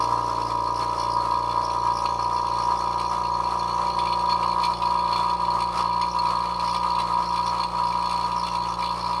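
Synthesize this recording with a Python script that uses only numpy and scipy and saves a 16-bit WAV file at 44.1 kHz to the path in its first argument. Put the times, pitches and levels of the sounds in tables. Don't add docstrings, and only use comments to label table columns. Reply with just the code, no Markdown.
import sys
import numpy as np
from scipy import signal
from scipy.fft import rfft, irfft, next_fast_len
from scipy.io import wavfile
from scipy.ndimage import uniform_filter1d, map_coordinates

SR = 44100
rng = np.random.default_rng(int(sys.argv[2]) if len(sys.argv) > 2 else 0)


def transcribe(signal):
    frames = np.atleast_2d(signal).T
    limited = np.clip(frames, -1, 1)
    pcm = np.round(limited * 32767).astype(np.int16)
    wavfile.write(sys.argv[1], SR, pcm)


N = 405719

# (time [s], rate [Hz])
STROKE_RATE = [(0, 58.42), (1.5, 58.6), (4, 58.64), (9.2, 58.76)]
# (time [s], vacuum [0-1])
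VACUUM_REACHED = [(0, 0), (1, .25), (2.5, .5), (4.2, .8), (6.5, .95), (9.2, 1)]
# (multiple of stroke rate, level moving air [dB], in thin air [dB], near vacuum [dB])
HUM_ORDERS = [(1, -41.5, -41.5, -42.5), (2, -38.5, -44.5, -45), (2.5, -57.5, -52.5, -62),
              (3, -54, -41.5, -40.5), (4, -54.5, -53, -61.5), (5, -43, -58, -52), (5.5, -45, -55, -57),
              (6, -52.5, -43, -51), (6.5, -45, -51, -55), (7, -50, -52, -56), (8, -42.5, -52.5, -60),
              (8.5, -48, -51, -56), (9, -52, -44.5, -46), (9.5, -45, -48, -54), (10, -42, -43.5, -48),
              (11, -41.5, -56, -59), (12.5, -51, -44.5, -51), (13.5, -47, -44.5, -48), (14, -47, -47, -52),
              (14.5, -48, -47, -47)]
# (frequency [Hz], width [Hz], level [dB])
HOUSING_MODES = [(965.9, 30.2, 0), (1218.4, 11.9, 4.5), (1029.7, 72, -6.5), (1066, 216, -8),
                 (1101.4, 33, -5.5), (1635, 16, -8.5)]
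# (frequency [Hz], width [Hz], level [dB])
STEEL_MODES = [(2090, 60, -14), (2340, 75, -7), (2500, 60, -8), (2720, 90, -10), (2950, 60, -9.5),
               (3250, 48, -12), (3460, 60, -5.5), (3980, 40, -3.5), (4320, 85, 4.5), (4430, 120, -6),
               (4600, 60, -9), (4870, 70, -12), (5450, 200, -17), (6530, 80, -15), (8600, 150, -12.5),
               (9050, 120, -16), (9450, 80, -13), (10050, 200, -23), (13300, 150, -28)]
# (time [s], relative peak [dB], treble tilt above 5 kHz [dB])
HARD_CLACKS = [(1.003, -22, -10), (3.988, -12, -5), (4.0711, -14.5, -6), (4.124, -12, -6),
               (4.2955, -11, -3), (4.4278, -12, -7), (4.636, -10, -8), (4.82, -15, -9), (5.127, -14.5, -5),
               (5.297, -18, -2), (5.775, -19, 0), (6.0136, -10.5, 4), (6.27, -29, -9), (6.9504, -12.5, -1),
               (7.375, -21, 4)]
# (frequency [Hz], relative level [dB])
CHURN_COLOUR = [(25, -42), (150, 0), (300, -5.5), (450, 2.5), (800, 5.5), (1250, 18), (1550, 0),
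                (3000, -7.5), (5500, -10), (7300, -11.5), (9800, -8.5), (11500, -17), (15500, -50)]
# (frequency [Hz], relative level [dB])
THUD_COLOUR = [(100, -0.5), (230, 9), (380, -20), (600, 9), (900, 11), (1350, -25), (1600, -44),
               (3000, -24), (12000, -40)]
# (frequency [Hz], t60 [s])
ROOM_DECAY = [(200, .2), (2000, .13), (10000, .12)]
# (frequency [Hz], level [dB])
MIC_COLOUR = [(1250, 0.5), (1450, -6.5), (1700, -2), (5500, -2.5), (7200, -6.5), (8700, -8), (10500, -10.5),
              (13300, -7.5), (15700, -15)]
# (frequency [Hz], width [Hz], level [dB])
PORT_MODES = [(4400, 250, -1), (4950, 220, 0), (5430, 200, 0), (5900, 200, -1), (6530, 90, 1),
              (9480, 200, 10), (13300, 200, -10)]
# (time [s], level [dB])
KNOCK_STRENGTH = [(0, -26.7), (3.7, -26.5), (4.4, -23.8), (6.2, -24.8), (8.2, -26), (8.7, -28.2),
                  (9.2, -27)]
# (time [s], relative level [dB])
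CLATTER_STRENGTH = [(0, -45.5), (1, -43.5), (3.8, -41), (4.1, -39.5), (5.7, -40), (6.6, -37), (7.3, -40.5),
                    (9.2, -38.5)]
# (time [s], length [s], depth [dB])
KNOCK_LULLS = [(0.49, 0.028, 9.5), (0.962, 0.036, 6), (1.533, 0.019, 3), (2.01, 0.017, 2), (2.18, 0.03, 2),
               (2.337, 0.015, 0.5), (2.775, 0.04, 2), (3.426, 0.02, 5), (3.926, 0.042, 4.5),
               (4.39, 0.035, 4), (4.779, 0.073, 10), (5.374, 0.022, 13), (5.723, 0.094, 5),
               (6.114, 0.048, 8.5), (6.52, 0.19, 3.5), (7.072, 0.052, 6), (7.267, 0.05, 6),
               (7.566, .025, 4.5), (7.71, 0.064, 11), (8.484, 0.055, 5), (8.759, 0.036, 6.5),
               (8.988, 0.072, 6.5)]
# (time [s], length [s], rise [dB])
KNOCK_SURGES = [(.018, .057, 3.5), (.135, 0.031, 4.5), (1.175, 0.03, 4.5), (1.335, 0.055, 2.5),
                (1.578, 0.03, 5.5), (1.885, 0.062, 4.5), (2.36, 0.082, 3), (2.705, 0.11, 3.5),
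                (4.335, 0.074, 2.5), (7.175, 0.072, 3), (7.83, 0.055, 3.5)]
# (time [s], length [s], rise [dB])
VALVE_RATTLES = [(.025, .055, 6), (.42, 0.024, 7), (.82, 0.046, 5), (1.012, 0.06, 5), (1.55, 0.047, 2.5),
                 (2.065, 0.017, 11), (2.475, 0.016, 6), (2.564, 0.069, 3.5), (2.871, 0.036, 3.5),
                 (2.998, 0.035, 8), (4.324, 0.043, 8), (4.651, 0.051, 8), (4.954, 0.077, 3),
                 (5.154, 0.11, 7), (5.623, 0.035, 7), (5.806, 0.042, 7.5), (6.236, 0.11, 3.5),
                 (6.749, 0.031, 8), (7.005, 0.025, 10), (7.368, 0.064, 10), (7.494, 0.052, 4.5),
                 (7.603, 0.1, 7), (8.137, 0.14, 5), (8.475, 0.028, 10.5), (8.86, 0.068, 5)]
# (time [s], length [s], relative level [dB], centre [Hz])
AIR_SPITS = [(0.022, .05, -40, 4970), (0.29, 0.086, -50, 5570), (0.46, 0.087, -46.5, 5200),
             (0.778, 0.047, -41, 5440), (1.008, 0.069, -39.5, 5370), (1.133, 0.053, -38.5, 4700),
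             (1.645, 0.026, -38, 5100), (1.712, 0.062, -49, 5700), (1.982, 0.081, -40.5, 5300),
             (2.113, .04, -54, 6560), (2.23, 0.02, -39, 5600), (2.36, 0.055, -46, 5640),
             (2.64, 0.068, -44, 5570), (2.79, 0.05, -45, 5640), (3.096, 0.078, -47, 5800),
             (3.595, 0.028, -45, 5800), (3.76, 0.054, -50, 6130), (4.797, 0.21, -52, 4950),
             (5.793, 0.062, -40, 4930), (6.122, 0.066, -44.5, 5460), (6.706, 0.15, -38.5, 5100),
             (7.294, 0.2, -46, 5300), (7.48, 0.056, -40, 5450), (7.872, 0.069, -41, 4600),
             (8.4, 0.08, -39.5, 5430), (8.513, 0.088, -47, 6040), (8.702, 0.049, -42, 5900),
             (8.817, 0.065, -45, 4600), (9.044, 0.23, -42.5, 4860)]
# (frequency [Hz], relative level [dB])
SPUTTER_COLOUR = [(1500, -21), (5800, 5), (7500, -8.5), (9400, -1), (11000, -10.5), (15500, -16)]
# (time [s], relative level [dB])
AIR_SEEP = [(0, -49), (3, -48.5), (4.2, -52), (9.2, -63)]

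CUSHION_HZ = 1710
TOP_HZ = 15730
REBOUND_AFTER_S, REBOUND_S, REBOUND_SHARE, CLATTER_LULL_SHARE = 0.05, 0.033, 0.09, 0.38
KNOCK_WANDER_DB, KNOCK_WANDER_RATE = 0.78, 35
CLATTER_WANDER_DB, CLATTER_WANDER_RATE = 1.04, 18
SPUTTER_PER_S, SPUTTER_DB = 870, -47


def amp(db):
    return 10 ** (np.asarray(db) / 20)


def unit(x):
    return x / np.sqrt(np.mean(x ** 2) + 1e-20)


def along(points, hz):
    f, v = np.transpose(points)
    return np.interp(np.log(hz + 1), np.log(f + 1), v)


def curves(rows):
    s, *cols = np.transpose(rows)
    return [np.interp(np.arange(N) / SR, s, c) for c in cols]


def wobble(rate):
    knots = rng.standard_normal(1024)
    coarse = np.arange(0, N, 64)
    curve = map_coordinates(knots, [coarse * rate / SR], mode="wrap")
    return np.interp(np.arange(N), coarse, curve)


def swells(rows):
    t = np.arange(N) / SR
    out = np.zeros(N)
    for s, length, height in rows:
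        near = np.abs(t - s) < 2 * length
        out[near] += height * .5 ** (np.abs(2 * (t[near] - s) / length) ** 3)
    return out


def filtered(x, response):
    m = next_fast_len(N + SR // 2)
    return irfft(rfft(x, m) * response(np.fft.rfftfreq(m, 1 / SR)), m)[:N]


def coloured(x, colour):
    return filtered(x, lambda hz: amp(along(colour, hz)))


def ring(x, modes):
    def response(f):
        total = 0
        for k, (centre, width, db) in enumerate(modes):
            damping = 1j * f * width
            total = total + (-1) ** k * amp(db) * damping / (centre ** 2 - f ** 2 + damping)
        return total
    return filtered(x, response)


def struck_mode(t, hz, width, phase=0):
    return width * np.exp(-np.pi * width * t) * np.cos(2 * np.pi * hz * t + phase)


def taps(times, sizes):
    at = np.round(times * SR).astype(int)
    inside = (at >= 0) & (at < N)
    return np.bincount(at[inside], sizes[inside], N)


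def scrape(blows, t60):
    t = np.arange(SR // 8) / SR
    return signal.fftconvolve(blows, amp(-60 * t / t60))[:N] * rng.standard_normal(N)


def steady(x, size=4500):
    power = np.abs(uniform_filter1d(x ** 2, size))
    return x / np.sqrt(power + 1e-3 * np.mean(x ** 2))


def room(x):
    hz, t, z = signal.stft(rng.standard_normal(SR // 3), SR, nperseg=256)
    decay = amp(-60 * t / along(ROOM_DECAY, hz)[:, None])
    tail = signal.istft(z * decay, SR, nperseg=256)[1]
    return signal.fftconvolve(x, tail / np.linalg.norm(tail))[:N]


def churn(cycle, clatter_db, vacuum):
    swell_db = 0.5 * np.cos(2 * np.pi * (cycle - .4)) + 2.9 * wobble(25)
    hiss = unit(coloured(rng.standard_normal(N) * amp(swell_db), CHURN_COLOUR))
    lean_db = 0.41 * (clatter_db - np.mean(clatter_db))
    return amp(-34.5 - 2 * vacuum + lean_db) * hiss


def sputter(cycle, vacuum):
    chance = SPUTTER_PER_S / SR * (1 + np.cos(2 * np.pi * (cycle - .4)))
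    bursts = rng.random(N) < chance
    fizz = unit(coloured(bursts * rng.standard_normal(N), SPUTTER_COLOUR))
    return amp(SPUTTER_DB) * (1 - vacuum) * fizz


def spits(strokes):
    s, length, db, centre_hz = np.transpose(AIR_SPITS)
    sizes = amp(2.5 * rng.standard_normal(len(strokes)))
    puffs = scrape(taps(strokes + .003, sizes), t60=.06)
    hz, t, z = signal.stft(ring(puffs, PORT_MODES), SR, nperseg=256)
    flutter_hz = 280 * np.interp(t, np.arange(N) / SR, wobble(35))
    centre = np.interp(t, s, centre_hz) + flutter_hz
    gap = np.exp(-((hz[:, None] - centre) / 650) ** 2) + amp(-17)
    hiss = steady(signal.istft(z * gap, nperseg=256)[1][:N], size=2500)
    return hiss * (swells(zip(s, length, amp(db))) + amp(curves(AIR_SEEP)[0]))


def hum(cycle, vacuum):
    out = amp(-56) * np.sin(2 * np.pi * 120 * np.arange(N) / SR)
    for multiple, *levels_db in HUM_ORDERS:
        level_db = np.interp(vacuum, [0, .8, 1], levels_db) + 0.18 * multiple * wobble(6)
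        turns = multiple * (cycle - .25) + .135 * rng.standard_normal()
        out += amp(level_db) * np.cos(2 * np.pi * turns)
    return out


def clacks():
    t = np.arange(SR // 8) / SR
    out = np.zeros(N + len(t))
    for s, db, treble_db in HARD_CLACKS:
        steel = np.zeros(len(t))
        for hz, width, mode_db in STEEL_MODES:
            level_db = mode_db + treble_db * (hz > 5000) + rng.normal(0, 3)
            steel += amp(level_db) * struck_mode(t, hz, width, rng.uniform(0, 2 * np.pi))
        force = rng.standard_normal(len(t)) * amp(-60 * t / .045)
        clack = signal.fftconvolve(force, steel)[:len(t)]
        out[round(s * SR):][:len(t)] += amp(db - 7.0) * clack / np.abs(clack).max()
    return out[:N]


def clatter(strokes, vacuum, level_db):
    out = np.zeros(N)
    chance = rng.standard_normal((len(strokes), 4)).T
    times = strokes + .007 + .001 * chance[0]
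    t = np.arange(SR // 24) / SR
    for hz, width, db in STEEL_MODES:
        own = rng.standard_normal((len(strokes), 2)).T
        favour = unit(uniform_filter1d(own[0], size=3))
        blows = taps(times + .0006 * own[1], amp(2.6 * chance[1] + 2 * favour))
        force = signal.lfilter([1], [1, -np.exp(-1 / (.004 * SR))], blows)
        rough = force * rng.standard_normal(N)
        out += amp(db) * signal.oaconvolve(rough, struck_mode(t, hz, width))[:N]
    tips = taps(strokes + .0045 + .00002 * chance[2], amp(1.5 * chance[3]))
    ticks = unit(ring(tips, STEEL_MODES))
    mix = unit(out) + amp(-3 - 8 * vacuum) * ticks
    return amp(level_db + 1.44) * steady(mix, size=7000)


def levels():
    lull_db = swells(KNOCK_LULLS)
    rebounds = [(s + length / 2 + REBOUND_AFTER_S, REBOUND_S, REBOUND_SHARE * db)
                for s, length, db in KNOCK_LULLS]
    knock_db = curves(KNOCK_STRENGTH)[0] - lull_db + swells(rebounds) + swells(KNOCK_SURGES)
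    knock_db += KNOCK_WANDER_DB * wobble(KNOCK_WANDER_RATE)
    clatter_db = curves(CLATTER_STRENGTH)[0] - CLATTER_LULL_SHARE * lull_db + swells(VALVE_RATTLES)
    clatter_db += CLATTER_WANDER_DB * wobble(CLATTER_WANDER_RATE)
    return knock_db, clatter_db


def knock(strokes, thin, level_db):
    chance = rng.standard_normal((len(strokes), 4)).T
    jitter = (.00004 + .00011 * np.sqrt(thin)) * chance[0]
    times = strokes + .0003 + .002 * thin + jitter
    sizes = (-1) ** np.arange(len(strokes)) * amp(1.4 * chance[1])
    blows = taps(times, sizes)
    second_times = times + .00478 + .0001 * thin * (1 + chance[2])
    second_sizes = (.52 - .14 * thin) * sizes * amp(2 * chance[3])
    slaps = blows + taps(second_times, second_sizes)

    def bounces(hz):
        return sum(.75 ** k * np.exp(-2j * np.pi * hz * .00102 * k) for k in range(4))
    chatter = filtered(slaps, bounces)
    cushioned = filtered(chatter, lambda hz: 1 / (1 + (hz / CUSHION_HZ) ** 12))
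    housing = unit(ring(cushioned, HOUSING_MODES))
    push = unit(blows) + unit(scrape(np.abs(blows), t60=0.0051))
    thud = unit(coloured(push, THUD_COLOUR))
    stroke = np.searchsorted(times[1:], np.arange(N) / SR)
    force = amp(np.interp(times + .007, np.arange(N) / SR, level_db))
    strength = uniform_filter1d(force[stroke], size=90)
    return strength * steady(housing + amp(-23.5) * thud, size=2500)


def scene():
    cycle = np.cumsum(curves(STROKE_RATE)[0]) / SR - .1
    strokes = np.interp(np.arange(int(cycle[-1]) + 1), cycle, np.arange(N) / SR)
    vacuum = np.clip(curves(VACUUM_REACHED)[0], 0, 1)
    thin = np.interp(strokes, np.arange(N) / SR, vacuum)
    knock_db, clatter_db = levels()
    knocks = knock(strokes, thin, knock_db)
    steel = clatter(strokes, vacuum, clatter_db) + clacks()
    bright = steel + spits(strokes) + sputter(cycle, vacuum)
    direct = knocks + amp(-1.2) * bright
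    echo = room(amp(-17) * knocks + amp(-6) * bright)
    return (direct + echo + hum(cycle, vacuum) + churn(cycle, clatter_db, vacuum))[None]


def record(dry):
    return filtered(dry[0], lambda hz: amp(along(MIC_COLOUR, hz)) * (hz < TOP_HZ))[None]


dry = scene()
out = record(dry)
transcribe(out)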